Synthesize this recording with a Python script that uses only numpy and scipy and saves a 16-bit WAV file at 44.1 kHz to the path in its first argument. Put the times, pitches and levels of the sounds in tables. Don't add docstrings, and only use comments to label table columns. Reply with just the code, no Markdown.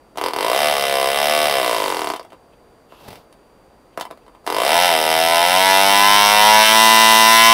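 import sys
import numpy as np
from scipy import signal
from scipy.fft import rfft, irfft
from scipy.io import wavfile
from scipy.ndimage import uniform_filter1d

SR = 44100
rng = np.random.default_rng(int(sys.argv[2]) if len(sys.argv) > 2 else 0)


def undo_db(level):
    steps = np.asarray(level, float) / 20
    return 10 ** steps


def to_wav(s):
    ch = np.atleast_2d(s).T
    pcm = np.round(np.clip(ch, -1, 1) * 32767)
    wavfile.write(sys.argv[1], SR, pcm.astype(np.int16))


N = 332073

# (frequency [Hz], width [Hz], level [dB])
CASE = [(1425, 173, 0), (1743, 163, 0.5), (2012, 91, 3), (2315, 270, 0), (2701, 106, 5), (3058, 72, 5),
        (3286, 105, 0.5), (3618, 450, -0.5), (3500, 170, -36), (4350, 510, -21.5)]
# (frequency [Hz], width [Hz], level [dB])
BENCH = [(310, 45, -6.5), (480, 80, -11.5), (629, 152, 2), (758, 74, 6.5), (918, 264, 8.5), (980.5, 104, 9),
         (1138, 44, 6)]


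def in_time(rows, t):
    s, *columns = np.transpose(rows)
    return [np.interp(t, s, column) for column in columns]


def swells(rows, t):
    rows = np.array(rows)
    centre_s, half_width_s = rows[:, :1], rows[:, 1:2]
    return rows[:, 2:].T @ np.exp(-((t - centre_s) / half_width_s) ** 2)


def coloured(spectrum):
    hz, db = np.transpose(spectrum)
    bins_hz = np.arange(1, N // 2 + 2) * SR / N
    gain = undo_db(np.interp(np.log(bins_hz), np.log(hz), db))
    noise = irfft(rfft(rng.standard_normal(N)) * gain, N)
    return noise / noise.std()


def resonate(x, modes):
    out = 0
    for hz, width_hz, db in modes:
        r = np.exp(-np.pi * width_hz / SR)
        b = (1 - r * r) / 2 * np.array([1, 0, -1])
        a = [1, -2 * r * np.cos(2 * np.pi * hz / SR), r * r]
        out = out + undo_db(db) * signal.lfilter(b, a, x + 1e-18)
    return out


def high_pass(x, cut_hz):
    return signal.sosfilt(signal.butter(3, cut_hz, "high", fs=SR, output="sos"), x)


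def lay(at_s, gain, shape):
    samples = np.ceil(at_s * SR).astype(int)[:, None] + np.arange(512)
    rows = gain[:, None] * shape(samples / SR - at_s[:, None])
    return np.bincount(samples.ravel(), rows.ravel(), N + 1024)[:N]


def hand_level(rows, lift_db, fade):
    t = np.arange(N) / SR
    moving = (t > rows[0][0]) & (t < rows[-1][0])
    return uniform_filter1d(moving * 1., size=fade) * undo_db(in_time(rows, t)[0] + lift_db)


def shed_air():
    # (frequency [Hz], level [dB per Hz])
    air = [(15, -9), (45, 5.5), (85, -2), (478, 3), (1000, -3), (1720, -13.5), (5000, -26), (15500, -31)]
    return undo_db(-51) * coloured(air)


def whine():
    # (frequency [Hz], rms level [dB])
    tones = [
        (4683, -72),
        (9324, -77),
    ]
    t = np.arange(N) / SR
    return sum(undo_db(db) * np.sqrt(2) * np.sin(2 * np.pi * hz * t) for hz, db in tones)


def sleeve():
    # (time [s], level [dB])
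    rustle = [
        (2.99, -57),
        (3.078, -49.5),
        (3.086, -37.5),
        (3.1, -53),
        (3.104, -46),
        (3.17, -52),
        (3.26, -70),
    ]
    # (frequency [Hz], level [dB per Hz])
    cloth = [(35, -34), (60, -2), (300, -7), (780, -4.5), (1490, -19), (4510, -18), (7000, -30),
             (15000, -27)]
    return hand_level(rustle, 6.5, 1500) * coloured(cloth)


def scuff():
    # (time [s], level [dB])
    rub = [
        (2.88, -80),
        (2.892, -69),
        (2.92, -61),
        (3.022, -59),
        (3.028, -70),
        (3.05, -50),
    ]
    # (frequency [Hz], width [Hz], level [dB])
    metal = [(980, 270, 8), (2700, 300, 2.5), (3260, 270, -13), (11000, 1200, -11)]
    return hand_level(rub, 16.5, 900) * resonate(rng.standard_normal(N), metal)


def squeaks():
    # (time [s], half width [s], gain)
    rubs = [
        (2.535, 0.014, 0.95),
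        (3.94, .015, 1),
        (4.23, .015, .6),
        (4.355, .012, .9),
    ]
    # (frequency [Hz], width [Hz], level [dB])
    blade = [(2600, 300, 3), (3100, 300, -6)]
    return undo_db(-48) * swells(rubs, np.arange(N) / SR)[0] * resonate(rng.standard_normal(N), blade)


def port_opens(at_s, push_db, crack_db, jet_db, gap_s, rough, stub_hz, stub_db, leak_db, cut_hz):
    # (frequency [Hz], width [Hz], level [dB])
    port = [(8320, 620, -2), (9500, 940, -6), (10100, 250, -2), (10900, 590, -4), (12800, 320, -33),
            (15500, 700, -41)]
    # (frequency [Hz], width [Hz], level [dB])
    fins = [(5470, 200, -30), (7780, 1500, -23.5), (10180, 430, -15.5), (10870, 560, -1.5),
            (12440, 1750, -5), (13250, 310, -6), (15900, 680, 2.5)]
    # (frequency [Hz], width [Hz], level [dB])
    blowby = [(4600, 690, 0)]
    vary = rng.standard_normal((len(at_s), 4))
    gap = (gap_s * (1 + .01 * vary[:, 3]))[:, None]
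    gas = rng.standard_normal((2, len(at_s), 512))

    def bump(t, width_s):
        return np.exp(-((t - .0004) / width_s) ** 2)

    push = lay(at_s - .0003, undo_db(push_db + 0.67 * vary[:, 0]),
               lambda t: bump(t, 0.000097) + 0.82 * bump(t - gap, 0.28 * gap))
    crack = lay(at_s - .00035, undo_db(crack_db + .5 * vary[:, 1]),
                lambda t: bump(t, .00005) + rough * gas[0] * np.exp(-t / 0.0029))
    jet = lay(at_s - .0004, undo_db(jet_db + 0.12 * vary[:, 2]),
              lambda t: 9 * bump(t, .000025) + 0.15 * gas[1] * np.exp(-t / .0007))
    stub = lay(at_s, undo_db(jet_db + stub_db + 0.97 * vary[:, 2]),
               lambda t: np.cos(2 * np.pi * stub_hz[:, None] * t) * np.exp(-t / 0.00036))
    hiss = lay(at_s - .0004, undo_db(jet_db - 3.5), lambda t: gas[0] * np.exp(-t / 0.013))
    leak = lay(at_s - .0004, undo_db(jet_db + leak_db), lambda t: gas[1] * np.exp(-t / 0.0033))
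    bang = undo_db(-7) * push + resonate(push, BENCH) + resonate(crack, CASE)
    bang = bang + undo_db(3.5) * resonate(jet, port) + resonate(hiss, fins) + stub + resonate(leak, blowby)
    return high_pass(bang, cut_hz)


def flicks():
    # (time [s], peak level [dB], sharpness [dB], push repeat [Hz])
    puffs = [(.157, -28, -11, 550), (0.173, -16.5, -3, 716), (2.161, -23, -0.5, 910), (2.229, -41, 5, 557),
             (2.249, -29.5, -9, 716), (2.303, -44, 2, 711), (2.321, -30.5, -13, 695), (2.33, -28, -13, 493),
             (2.922, -28.5, -20, 544), (3.083, -40, 7, 915), (3.105, -34, 2, 770), (3.129, -29, -3, 740),
             (3.156, -40, 6, 498), (3.326, -43.5, 5, 452), (3.974, -37.5, 14.5, 1170),
             (3.975, -12, -20, 590), (3.998, -24, 2, 953), (4.01, -15, 0, 840), (4.052, -22.5, -6, 930),
             (4.104, -30, -14, 710), (4.11, -22, -9.5, 587), (4.174, -35.5, -8, 645), (4.264, -39, -8, 886),
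             (4.28, -32.5, -12, 506), (4.349, -35.5, -13, 1030), (4.443, -37, -16, 708),
             (4.465, -19, 2, 750)]
    s, db, sharp_db, repeat_hz = np.transpose(puffs)
    crack_db = db + sharp_db + 5.0
    jet_db = db + sharp_db - 11
    return port_opens(s + .0007, db - 3.0, crack_db, jet_db, 1 / repeat_hz, rough=0.49,
                      stub_hz=4170 + 0 * s, stub_db=10, leak_db=-2, cut_hz=180)


def propeller_hum(turns, rate):
    # (multiple of the turn, level above push [dB], power of speed)
    hum = [
        (2, -18, 4.6),
        (3, -16.5, 2.3),
        (4, -25.5, 1.5),
    ]
    return sum(undo_db(db) * (rate / 100) ** power * np.sin(2 * np.pi * round(k) * turns)
               for k, db, power in hum)


def propeller_wash(push_level):
    # (frequency [Hz], level [dB per Hz])
    wash = [(25, -1), (60, 3), (120, 2), (300, 5.5), (600, 9.5), (1200, -14)]
    return undo_db(-21) * push_level * coloured(wash)


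def cylinder_swing(fire_s, db, speed):
    hz = (8.93 * speed)[:, None]

    def swing(t):
        rise = 1 - np.exp(-(t / 0.00039) ** 2)
        return np.cos(2 * np.pi * hz * (t - .00105)) * rise * np.exp(-(hz * t / 1.85) ** 0.31)

    return lay(fire_s - .0009, undo_db(db + 8) * (speed / 100) ** 3.8, swing)


def ignition_knock(knock_s, knock_db, rate):
    def rap(t):
        grit = .06 * rng.standard_normal(t.shape) * np.exp(-t / .0006)
        return np.exp(-((t - .0001) / .00003) ** 2) + grit

    tick = lay(knock_s, undo_db(knock_db + rng.normal(0, 1.2, len(knock_s))), rap)
    heavy = tick * np.minimum(rate / 65, 1) ** 2.5
    body = undo_db(-4) * resonate(heavy, BENCH) + undo_db(10) * resonate(heavy, CASE)
    return body + undo_db(5.5) * high_pass(tick, 4300)


def engine():
    # (time [s], speed [turns per s])
    speed_1 = [
        (.17, 27.39),
        (.25, 44.34),
        (.84, 69.37),
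        (1.044, 67.21),
        (1.313, 75.32),
        (1.428, 75.95),
        (1.925, 45.49),
        (2.099, 33.22),
        (2.21, 6.46),
    ]
    speed_2 = [
        (4.46, 33.6),
        (4.747, 83.8),
        (5.015, 78.56),
        (5.403, 85.23),
        (5.585, 93.8),
        (6.068, 101.72),
        (6.244, 102.88),
        (6.781, 110.9),
        (7.53, 113.37),
    ]
    first_firing_s = (.1835, 4.4755)
    # (time [s], charge [dB], knock above push [dB], push gap trim [ratio])
    run_1 = [
        (.17, -5, -26, 1),
        (.22, -0.5, -28, 0.87),
        (.4, -0.5, -29, 0.93),
        (.55, -0.5, 4, .87),
        (.75, -2, -28, 0.91),
        (1.3, -1, -13, .91),
        (1.75, -1, 7, 0.9),
        (2.12, -2, 3, 0.99),
        (2.2, -11.5, 0, 0.58),
    ]
    run_2 = [
        (4.47, -1, -9, 0.94),
        (4.7, 0, 5.5, 0.83),
        (5.0, -1.5, -30, 0.9),
        (5.35, -1, -5, 0.84),
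        (5.72, -2, 12.5, 0.87),
        (6.0, -1, -17, 0.79),
        (6.5, -1.5, 3, 0.87),
        (6.9, -0.5, -76, 0.73),
        (7.52, -1, -29, 0.76),
    ]
    # (time [s], half width [s], extra speed [turns per s])
    surges = [
        (.345, .046, -13.25),
        (.629, .122, 14.54),
        (4.842, .07, 8.0),
        (7.192, .181, -1.13),
    ]
    # (time [s], half width [s], push [dB], crack and jet [dB])
    misfires = [
        (.305, 0.022, -8.5, -10),
        (6.66, 0.032, -5.5, 0.5),
        (7.4, 0.1, -2.5, 0.5),
    ]
    t, drone, push_level = np.arange(N) / SR, 0, 0
    fire, knock = [], []
    rate = in_time(speed_1 + speed_2, t)[0] + swells(surges, t)[0]
    weak_db, dull_db = swells(misfires, t)
    charge_db = in_time(run_1 + run_2, t)[0]
    push_db = -17.5 + 3.5 * np.log2(rate / 70) + charge_db + weak_db
    for speed, first_s in zip((speed_1, speed_2), first_firing_s):
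        on = (t > speed[0][0]) & (t < speed[-1][0])
        turns = np.cumsum(rate) / SR
        turns = turns - np.interp(first_s, t, turns)
        whole = np.arange(int(turns[on][-1]) + 1)
        fire.append(np.interp(whole, turns, t))
        knock.append(np.interp(whole - .4, turns, t))
        loud = undo_db(push_db) * uniform_filter1d(on * 1., size=2000)
        drone = drone + loud * propeller_hum(turns, rate)
        push_level = push_level + loud
    fire, knock = np.concatenate(fire), np.concatenate(knock)
    _, knock_db, trim = in_time(run_1 + run_2, fire)
    speed, db, dull = (np.interp(fire, t, v) for v in (rate, push_db, dull_db - weak_db))
    crack_db = -4.5 + 0.1883 * (speed - 70) + dull
    jet_db = -9 + 0.1784 * (speed - 70) + dull
    gap_s = trim * (.0005 + .085 / np.maximum(speed, 35))
    db = db - 10 * np.log10(speed / 100)
    jitter_s = .00003 * (70 / np.maximum(speed, 60)) ** 2
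    fire = fire + jitter_s * rng.standard_normal(len(fire))
    bang = port_opens(fire, db + 8.5, db + crack_db + 24, db + jet_db + 7.0, gap_s, rough=0.024,
                      stub_hz=4070 + 13.46 * speed, stub_db=13 + 0.01 * (speed - 93),
                      leak_db=10 - 0.2344 * (speed - 43), cut_hz=378)
    bang = bang + ignition_knock(knock, db + knock_db, rate)
    drone = drone + cylinder_swing(fire, db, speed)
    return bang, drone + propeller_wash(push_level)


def shed(x):
    # (delay [s], level [dB])
    walls = [
        (.0032, -6.5),
        (.0046, -7.5),
        (.0085, -23.5),
        (0.0116, -27),
    ]
    t, t60_s = np.arange(12000) / SR, 0.11
    tail = rng.standard_normal(len(t)) * undo_db(-60 * t / t60_s) * (1 - np.exp(-(t / .007) ** 2))
    tail = signal.lfilter([.6], [1, -.4], tail)
    echoes = sum(undo_db(db) * np.maximum(1 - np.abs(t - delay_s) * SR, 0) for delay_s, db in walls)
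    echoes = signal.lfilter([1, -.95], [1, -.82], echoes)
    echoes = signal.lfilter([.55], [1, -.45], echoes)
    response = echoes + undo_db(-7.5) * tail / np.sqrt(np.sum(tail ** 2))
    response[0] = 1
    return signal.fftconvolve(x, response)[:N]


def scene():
    background = shed_air() + whine()
    hand = sleeve() + scuff() + squeaks()
    bang, drone = engine()
    return (background + hand + drone + shed(bang + flicks()))[None]


def band_limit(x):
    return signal.sosfilt(signal.butter(12, 15700, fs=SR, output="sos"), x)


def record(dry):
    top_cut = signal.ellip(10, .5, 55, 15650, fs=SR, output="sos")
    mix = np.clip(signal.sosfilt(top_cut, dry), -1, 1)
    return band_limit(mix)


dry = scene()
out = record(dry)
to_wav(out)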